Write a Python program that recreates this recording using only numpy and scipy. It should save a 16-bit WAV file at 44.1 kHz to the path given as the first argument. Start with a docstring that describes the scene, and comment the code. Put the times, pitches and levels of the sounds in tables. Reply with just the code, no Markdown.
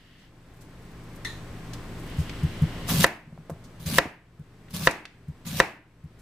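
"""In a kitchen, close by, a knife cuts four rounds off a raw potato on a wooden board.
Each cut bursts the skin, crunches by cell fracture over a low stick-slip judder, and ends in a hard
knock that excites the modes of the board. Around the cuts the potato thumps, fingers shift, slices
flop over and something clinks once among the dishes. A fridge hums throughout.
An automatic gain control dives at every knock and creeps back up."""
import sys
import numpy as np
from scipy import signal
from scipy.fft import rfft, irfft
from scipy.io import wavfile
from scipy.ndimage import uniform_filter1d, minimum_filter1d

SR = 44100
rng = np.random.default_rng(int(sys.argv[2]) if len(sys.argv) > 2 else 0)


def file_out(sig):
    """Save sig as 16-bit WAV at sys.argv[1]."""
    # one column per channel
    cols = np.atleast_2d(sig).T
    # limit, then scale
    lim = np.clip(cols, -1, 1)
    pcm = np.round(lim * 32767).astype(np.int16)
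    wavfile.write(sys.argv[1], SR, pcm)


N = 273861
TIME = np.arange(N) / SR


def amp(db):
    """Amplitude ratio of a level in decibels."""
    return 10 ** (np.asarray(db) / 20)


def unit(x):
    """Normalisation to rms 1."""
    return x / np.sqrt(np.mean(x ** 2) + 1e-20)


def curve(points, hz, column=1):
    """Interpolation of a table column along log frequency."""
    table = np.transpose(points)
    return np.interp(np.log(hz + 1), np.log(table[0]), table[column])


def spectrum(points):
    """Spectral envelope through a table of levels, as gain against frequency."""
    return lambda hz: amp(curve(points, hz))


def bell(centre_hz, octaves):
    """Gaussian band on an octave scale, as gain against frequency."""
    return lambda hz: np.exp(-.5 * (np.log2((hz + 1) / centre_hz) / octaves) ** 2)


def fade(t, t60):
    """Exponential decay, 60 dB in t60 seconds."""
    return amp(-60 * t / t60)


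def spells(rows, edge_s):
    """Envelope that holds through each (start_s, end_s, level_db) row, with Gaussian flanks."""
    return sum(amp(db) * np.exp(-((TIME - np.clip(TIME, start, end)) / edge_s) ** 2)
               for start, end, db in rows)


def add(mix, start_s, sound):
    """Superposition of a sound on the mix from start_s."""
    part = mix[:, max(round(start_s * SR), 0):][:, :sound.shape[-1]]
    part += sound[..., :part.shape[1]]


# Likeness of the two channels in a diffuse field: frequency_hz, correlation
COHERENCE = [(100, .988), (300, .955), (640, .88), (1400, .68), (3100, .25), (6800, .25), (15000, .3)]
def diffuse(pair, colour):
    """Spatial coherence: two independent signals are coloured and made alike, most in the bass; rms 1."""
    size = pair.shape[1]
    hz = np.fft.rfftfreq(size, 1 / SR)
    left, other = rfft(pair)
    same = curve(COHERENCE, hz)
    right = same * left + np.sqrt(1 - same ** 2) * other
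    return unit(irfft(np.array([left, right]) * colour(hz), size))


def noise(colour, size=N):
    """Diffuse Gaussian noise with a given spectral envelope; rms 1."""
    return diffuse(rng.standard_normal((2, size)), colour)


# Reverberation of the kitchen: frequency_hz, relative_density_db, t60_s
ROOM = [(40, -18.5, 0.3), (79.4, -5, 0.41), (160, -2, 0.63), (247, -6.5, 0.3), (320, 9.5, 0.12),
        (455, -2.5, 0.41), (964, 1, 0.35), (1430, -8.5, 0.43), (1690, 0, 0.41), (2600, -5.5, 0.42),
        (3200, -14.5, .38), (6030, -18.5, 0.29), (14000, -32, 0.35)]
def room_tail(colour, onset_s=.0023):
    """Absorption varies with frequency, so each band of this unit-energy tail decays at its own rate."""
    hz, t, bands = signal.stft(noise(colour, SR), SR, nperseg=256)
    decay = fade(t, curve(ROOM, hz, column=2)[:, None])
    tail = signal.istft(bands * decay, SR, nperseg=256)[1][:, :SR]
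    tail *= 1 - np.exp(-(TIME[:SR] / onset_s) ** 2)  # the walls answer a little late
    return tail / np.linalg.norm(tail[0])


def reverberant(x, colour, room_db):
    """Direct sound plus its convolution with the room's impulse response."""
    return x + amp(room_db) * signal.fftconvolve(x, room_tail(colour), axes=1)[:, :N]


# Reflections from a bowl and the worktop: delay_s, gain
ECHOES = [(0.00596, 0.064), (0.00182, 0.2), (0.00394, 0.14), (0.00521, 0.29)]
def reflected(x, left_lead_s=.00011, dull_hz=3000):
    """Early reflections lose treble and arrive first on the left, the bowl's side."""
    out = x.copy()
    dull = signal.lfilter(*signal.butter(1, dull_hz, fs=SR), x)
    for delay_s, gain in ECHOES:
        add(out[:1], delay_s - left_lead_s, gain * dull[0])
        add(out[1:], delay_s, gain * dull[1])
    return out


# Partials of the fridge: pitch_hz, level_db
HUM = [(22, -26.5), (44, -50), (60, -45.5), (115.7, -41), (120, -49.5), (165.8, -43.5), (197.7, -53.5),
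       (268, -53), (393, -54), (1066, -59)]
def fridge_hum(waver_rad=.08):
    """A line spectrum whose partials waver by slow phase modulation."""
    hum = 0
    for hz, db in HUM:
        drift = waver_rad * noise(bell(3, .92))[0]
        hum += amp(db) * np.sqrt(2) * np.sin(2 * np.pi * (hz * TIME + rng.random()) + drift)
    return hum


# Background of the kitchen: frequency_hz, relative_density_db
AIR = [(20, 0), (35, -0.5), (80, 2.5), (150, -2.5), (270, -3), (500, -11), (800, -15), (1900, -18),
       (3000, -23.5), (6000, -30.5), (7700, -34), (7900, -25), (8150, -33.5), (15500, -40.5)]
def room_air(level_db=-35.5):
    """Stationary diffuse noise, strongest in the bass."""
    return amp(level_db) * noise(spectrum(AIR))


# Slides over the potato skin: start_s, end_s, level_db
RUBS = [(0, .22, -39), (2.12, 2.87, -46)]
# Spectrum of scraped skin: frequency_hz, relative_density_db
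SCRAPE = [(900, -16.5), (2000, 6.5), (2400, -2.5), (2900, 6.5), (3800, -2.5), (4600, -4), (6200, -13.5),
          (9000, -19), (15000, -21)]
def skin_rub():
    """Sliding friction of hand or blade on the skin makes faint noise before the first cut."""
    return spells(RUBS, edge_s=.071) * noise(spectrum(SCRAPE))


# The blade touches potato, slices and board: start_s, level_db, centre_hz, t60_s
TOUCHES = [(0.175, -33, 3600, 0.25), (0.607, -34.5, 6650, 0.11), (1.733, -30, 4200, 0.054),
           (2.183, -37, 5470, 0.18), (2.295, -29.5, 2600, 0.032), (2.888, -25.5, 1100, .05),
           (3.064, -9, 11100, 0.03), (3.498, -28, 8030, 0.048), (3.638, -34, 4970, 0.11),
           (4.683, -34, 1700, 0.043), (4.706, -31.5, 5000, .06), (4.91, -8, 5050, 0.033),
           (5.054, -10, 2400, 0.025), (5.45, -27.5, 2503, .08), (6.187, -36.5, 7000, 0.13)]
def touches(rise_s=.00022, tap_db=11, nick_lead_s=.006, nick_db=-34.5, nick_hz=9000, nick_t60=.06):
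    """Light contacts radiate decaying noise bursts; brief, firm ones open with a damped tone."""
    out, t = np.zeros((2, N)), TIME[:SR // 2]
    # the edge ticks on the skin just ahead of each thump
    nicks = [(s - nick_lead_s, db + nick_db, nick_hz, nick_t60) for s, db, _, _ in THUMPS]
    for start_s, db, hz, t60 in TOUCHES + nicks:
        swell = 1 - np.exp(-t / (rise_s + .5 * t60 ** 2))  # slower for long scuffs
        scuff = noise(bell(hz, .85), len(t)) * fade(t, t60) * swell
        firmness = np.exp(-(t60 / .052) ** 2) * bell(2000, 1.2)(hz)
        tap = firmness * np.sin(2 * np.pi * hz * t) * fade(t, 9 / hz)
        add(out, start_s, amp(db) * (scuff + amp(tap_db) * tap))
    return out


# Wet fingers shift their grip: start_s, end_s, level_db
GRIPS = [(.5, 1.2, -49.5), (1.66, 1.74, -45), (2, 2.25, -48), (4.44, 4.5, -40)]
def fingers(ticks_per_s=22, tick_t60=.067):
    """Adhesion of wet fingers gives tiny high ticks, timed as a Poisson process."""
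    ticks = rng.uniform(.33, 1, N) * (rng.random(N) < ticks_per_s / SR)
    envelope = signal.fftconvolve(ticks, fade(TIME[:SR // 4], tick_t60))[:N]
    return spells(GRIPS, edge_s=.023) * envelope * noise(bell(9500, .9))


# Modes of something small among the dishes: pitch_hz, level_db, t60_s
CLINK_MODES = [(1850, 1.5, 0.3), (2000, 4, 0.1), (3500, -10, 0.3), (3630, -4.5, 0.33), (4030, -4, 0.32),
               (4200, -10, .2), (5740, -5.5, 0.1), (6640, -16, 0.44), (8380, -17, .15), (9700, -14, .2)]
def clink(start_s=1.2475, level_db=-19.5, tick_db=-3, blur_octaves=.07, rise_s=.0012):
    """A distant impact: a broadband tick, and modes that the room blurs into narrow bands of noise."""
    out, t = np.zeros((2, N)), TIME[:SR // 2]
    ring = sum(amp(db) * fade(t, t60) * noise(bell(hz, blur_octaves), len(t))
               for hz, db, t60 in CLINK_MODES)
    tick = noise(bell(1500, 1.64), len(t)) * (fade(t, .019) + .25 * fade(t, .49))
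    onset = 1 - np.exp(-t / rise_s)
    add(out, start_s, amp(level_db) * (.4 * ring + amp(tick_db) * tick) * onset)
    return out


# The potato, or a cut slice rolling and flopping over, bumps and rocks on the board: centre_s, level_db,
# pitch_hz, rebound_ratio
THUMPS = [(2.189, -9, 97.7, 0.81), (2.437, -8, 111, 0.88), (2.624, -6.5, 130, 0.86), (3.278, -17, 150, .6),
          (3.33, -14, 158.5, 0.38), (3.39, -17, 150, 0.65), (3.517, -10, 139, 0.38), (3.865, -8, 130, 0.9),
          (4.061, -5, 134.2, 0.57), (4.399, -9, 127, 0.63), (4.741, -8, 130.3, 0.25),
          (5.287, -4.5, 123, 0.73), (6.044, -8, 118, 0.67)]
def thumps(width_s=.0046, rock_s=.0132, lead_s=.02, ring_db=-15, ring_hz=160, ring_t60=.14):
    """A soft impact excites only low frequencies: a push, two rebounds and a weak ring of the board."""
    out, t = np.zeros((2, N)), TIME[:SR // 4] - lead_s
    after = np.maximum(t, 0)
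    ring = amp(ring_db) * fade(after, ring_t60) * np.sin(2 * np.pi * ring_hz * after)
    for centre_s, db, hz, rebound in THUMPS:
        pushes = sum(share * np.exp(-((t - at) / width_s) ** 2) * np.sin(2 * np.pi * hz * (t - at))
                     for at, share in [(0, 1), (rock_s, rebound), (2 * rock_s, .28 * rebound)])
        add(out, centre_s - lead_s, amp(db) * (pushes + ring))
    return out


def stroke(bite_s, knock_s, attack_s, graze_s, graze_db=-11.5, stop_s=.003):
    """Envelope of one cut: a light graze, a rise as the edge bites, a dead stop on the board."""
    graze = amp(graze_db) * np.clip((TIME - bite_s + graze_s) / attack_s, 0, 1)
    bite = np.clip((TIME - bite_s) / attack_s, 0, 1)
    return np.maximum(graze, bite) * np.exp(-np.maximum(TIME - knock_s, 0) / stop_s)


# The blade's way down to each knock:
# bite_s, attack_s, graze_lead_s, crunch_base_db, skin_boost_db, judder_base_db, judder_delay_s
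CUTS = [(2.875, .02, 0.018, -31, 6, -22.7, .024), (3.858, 0.0062, 0.064, -27, 5.5, -20.5, .002),
        (4.731, .011, .036, -28, 7, -20, .002), (5.446, .027, .004, -28.2, 5, -19.5, .004)]
def crunch_envelope(skin_s=.027, deepen_db=7.5, rush_db=7.5, rush_s=.012):
    """Fracture is loudest as the skin gives, and again as the blade sinks deep and speeds up."""
    envelope = np.zeros(N)
    for (bite_s, attack_s, graze_s, db, skin_db, _, _), (knock_s, _, _) in zip(CUTS, KNOCKS):
        skin = (TIME > bite_s) * np.exp(-((TIME - bite_s - attack_s) / skin_s) ** 2)
        depth = np.clip((TIME - bite_s) / (knock_s - bite_s), 0, 1)
        rush = np.exp(-np.maximum(knock_s - TIME, 0) / rush_s)
        level_db = db + skin_db * skin + deepen_db * depth + rush_db * rush
        envelope += stroke(bite_s, knock_s, attack_s, graze_s) * amp(level_db)
    return envelope


def lumpy(x, patch_db=1.95):
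    """Random modulation: patches of level in time and frequency make the crunch lumpy."""
    bands = signal.stft(x, SR, nperseg=512, noverlap=384)[2]
    patches = uniform_filter1d(rng.standard_normal(bands.shape[1:]), size=12, axis=0)
    patches = unit(uniform_filter1d(patches, size=7, axis=1))
    return unit(signal.istft(bands * amp(patch_db * patches), SR, nperseg=512, noverlap=384)[1][:, :N])


# Spectrum of bursting cells: frequency_hz, relative_density_db
CRUNCH = [(150, -8.5), (400, 2), (700, 3), (1300, 0), (2000, 0), (3500, 4.5), (5500, 2.5), (8000, -1),
          (11000, 1.5), (14000, -0.5), (16000, -4)]
def crunch(cells_per_s=5000, clump_db=1.8, snaps_per_s=70, snap_db=10, snap_t60=.003):
    """Fracture as shot noise: cells burst in small clumps, and now and then a larger piece snaps."""
    pops = unit(rng.choice([-1, 1], (2, N)) * (rng.random((2, N)) < cells_per_s / SR))
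    clumps = amp(clump_db * noise(bell(90, 1.3))[0])
    snaps = rng.random(N) * (rng.random(N) < snaps_per_s / SR)
    surge = 1 + amp(snap_db) * signal.fftconvolve(snaps, fade(TIME[:SR // 100], snap_t60))[:N]
    grain = lumpy(diffuse(pops * clumps * surge, spectrum(CRUNCH)))
    return reverberant(reflected(crunch_envelope() * grain), bell(1800, 1.3), room_db=-12)


def judder_envelope(attack_s=.008, jolt_db=3.5, bind_db=6, free_db=-3.5, bind_lead_s=.043, width_s=.02):
    """Friction jolts the blade as it enters, binds it deep in the flesh and eases as the slice parts."""
    envelope = np.zeros(N)
    for (bite_s, _, graze_s, _, _, db, delay_s), (knock_s, _, _) in zip(CUTS, KNOCKS):
        enters_s = bite_s + delay_s
        jolt = np.exp(-abs(TIME - enters_s) / width_s)
        bind = np.exp(-((TIME - knock_s + bind_lead_s) / width_s) ** 2)
        free = np.exp(-np.maximum(knock_s - TIME, 0) / width_s)
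        level_db = db + jolt_db * jolt + bind_db * bind + free_db * free
        envelope += stroke(enters_s, knock_s, attack_s, graze_s) * amp(level_db)
    return envelope


def judder(slip_hz=160, wander=.2, flutter_db=.68, slip_db=-1, rumble_db=-9):
    """Uneven stick-slip oscillation of the blade in the flesh shakes the board."""
    drift, strength = (unit(noise(bell(35, .95))[0]) for _ in range(2))
    phase = 2 * np.pi * np.cumsum(slip_hz * (1 + wander * drift)) / SR
    slips = unit(np.sin(phase) * amp(flutter_db * strength))
    rumble = noise(bell(91, .82))
    return judder_envelope() * (amp(slip_db) * slips + amp(rumble_db) * rumble)


# The edge meets the board: start_s, force_db, relative_crack_db
KNOCKS = [(3.0433, 23.5, -14.5), (3.9849, 28, -16.5), (4.8726, 26, -27.5), (5.6013, 30, -20)]
# Modes of board and knife: pitch_hz, level_db, t60_s
BOARD_MODES = [(160, -33, 0.06), (195, -38.5, 0.1), (298, -42, 0.003), (451, -44.5, 0.003),
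               (550, -20, 0.05), (686, -15.5, 0.056), (1078, -9.5, 0.014), (1271, -14.5, 0.029),
               (1365, -20.5, 0.04), (1565, -34.5, 0.13), (1852, -0.5, 0.014), (1958, -29, 0.14),
               (2610, -3, 0.0044), (3000, -13, 0.007), (3650, -13.5, 0.012), (4507, -25, 0.033),
               (5600, -33, 0.02)]
def knocks(room_db=2, crack_t60=.017, right_lead_s=.00005, mode_spread=.0058):
    """A hard impact excites damped modes and a noisy crack; near surfaces, then the room, answer."""
    out, t = np.zeros((2, N)), TIME[:SR]
    age = np.maximum(t - np.array([[right_lead_s], [0]]), 0)
    shared_tail = room_tail(spectrum(ROOM))  # every knock comes from the same spot
    for start_s, force_db, crack_db in KNOCKS:
        detunes = 1 + mode_spread * rng.standard_normal(len(BOARD_MODES))
        ring = sum(amp(db) * fade(age, t60) * np.sin(2 * np.pi * hz * detune * age)
                   for (hz, db, t60), detune in zip(BOARD_MODES, detunes))
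        crack = amp(crack_db) * fade(t, crack_t60) * noise(bell(4200, .9), SR)
        tail = (shared_tail + room_tail(spectrum(ROOM))) / np.sqrt(2)
        add(out, start_s, amp(force_db) * (reflected(ring + crack) + amp(room_db) * tail))
    return out


# A slice wobbles and flops on the wood: start_s, level_db, pitch_hz
FLOPS = [(3.326, -22, 620), (3.377, -17, 720), (3.4972, -5, 597), (3.503, -6, 575), (4.056, 8.5, 317)]
def flops(slap_t60=.012, splat_t60=.076):
    """A heavily damped impact: a few cycles of tone and a faint splat of noise."""
    out, t = np.zeros((2, N)), TIME[:SR // 2]
    for start_s, db, hz in FLOPS:
        slap = -np.sin(2 * np.pi * hz * t) * fade(t, slap_t60)
        splat = noise(bell(hz, .84), len(t)) * fade(t, splat_t60)
        add(out, start_s, amp(db) * (slap + .1 * splat))
    return out


def through_board(x, dip_hz=119, dip_q=4.6, depth=.6):
    """Antiresonance between the board's two lowest bending modes hollows out the middle of the bass."""
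    return x - depth * signal.lfilter(*signal.iirpeak(dip_hz, dip_q, fs=SR), x)


def scene(board_cut_hz=62, left_db=.38):
    """Superposition of all sources; the sounds of the board are cut below about 62 Hz."""
    low_cut = signal.butter(2, board_cut_hz, "highpass", fs=SR, output="sos")
    lean = amp([[left_db], [-left_db]])  # low sounds favour the left
    shaking = through_board(knocks() + lean * (judder() + thumps()))
    contacts = reverberant(touches() + flops(), bell(3000, 2.1), room_db=-11)
    board = signal.sosfilt(low_cut, shaking + contacts)
    return board + crunch() + clink() + fingers() + skin_rub() + lean * (fridge_hum() + room_air())


def record(dry, ceiling_db=10.5, hold_s=.21, recovery_s=1.0, start_duck_db=21, knee=.93, gain=.93):
    """Automatic gain control drops on a peak, holds and recovers; soft clipping and band limits follow."""
    over_db = np.maximum(20 * np.log10(abs(dry).max(0) + 1e-9) - ceiling_db, 0)
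    over_db[0] = start_duck_db  # the gain starts low
    span = int(hold_s * SR) | 1
    held_db = -minimum_filter1d(-over_db, span, origin=span // 2 - 20)  # looks 20 samples ahead
    relax = np.exp(-TIME / recovery_s)
    duck_db = uniform_filter1d(np.maximum.accumulate(held_db / relax) * relax, size=24)
    ducked = dry * amp(-duck_db)
    clipped = gain * ducked / (1 + (ducked / knee) ** 8) ** (1 / 8)
    low_cut = signal.butter(2, 48, "highpass", fs=SR, output="sos")
    high_cut = signal.firwin(511, 15550, window=("kaiser", 9), fs=SR)
    return signal.oaconvolve(signal.sosfilt(low_cut, clipped), high_cut[None], "same")


dry = scene()
out = record(dry)
file_out(out)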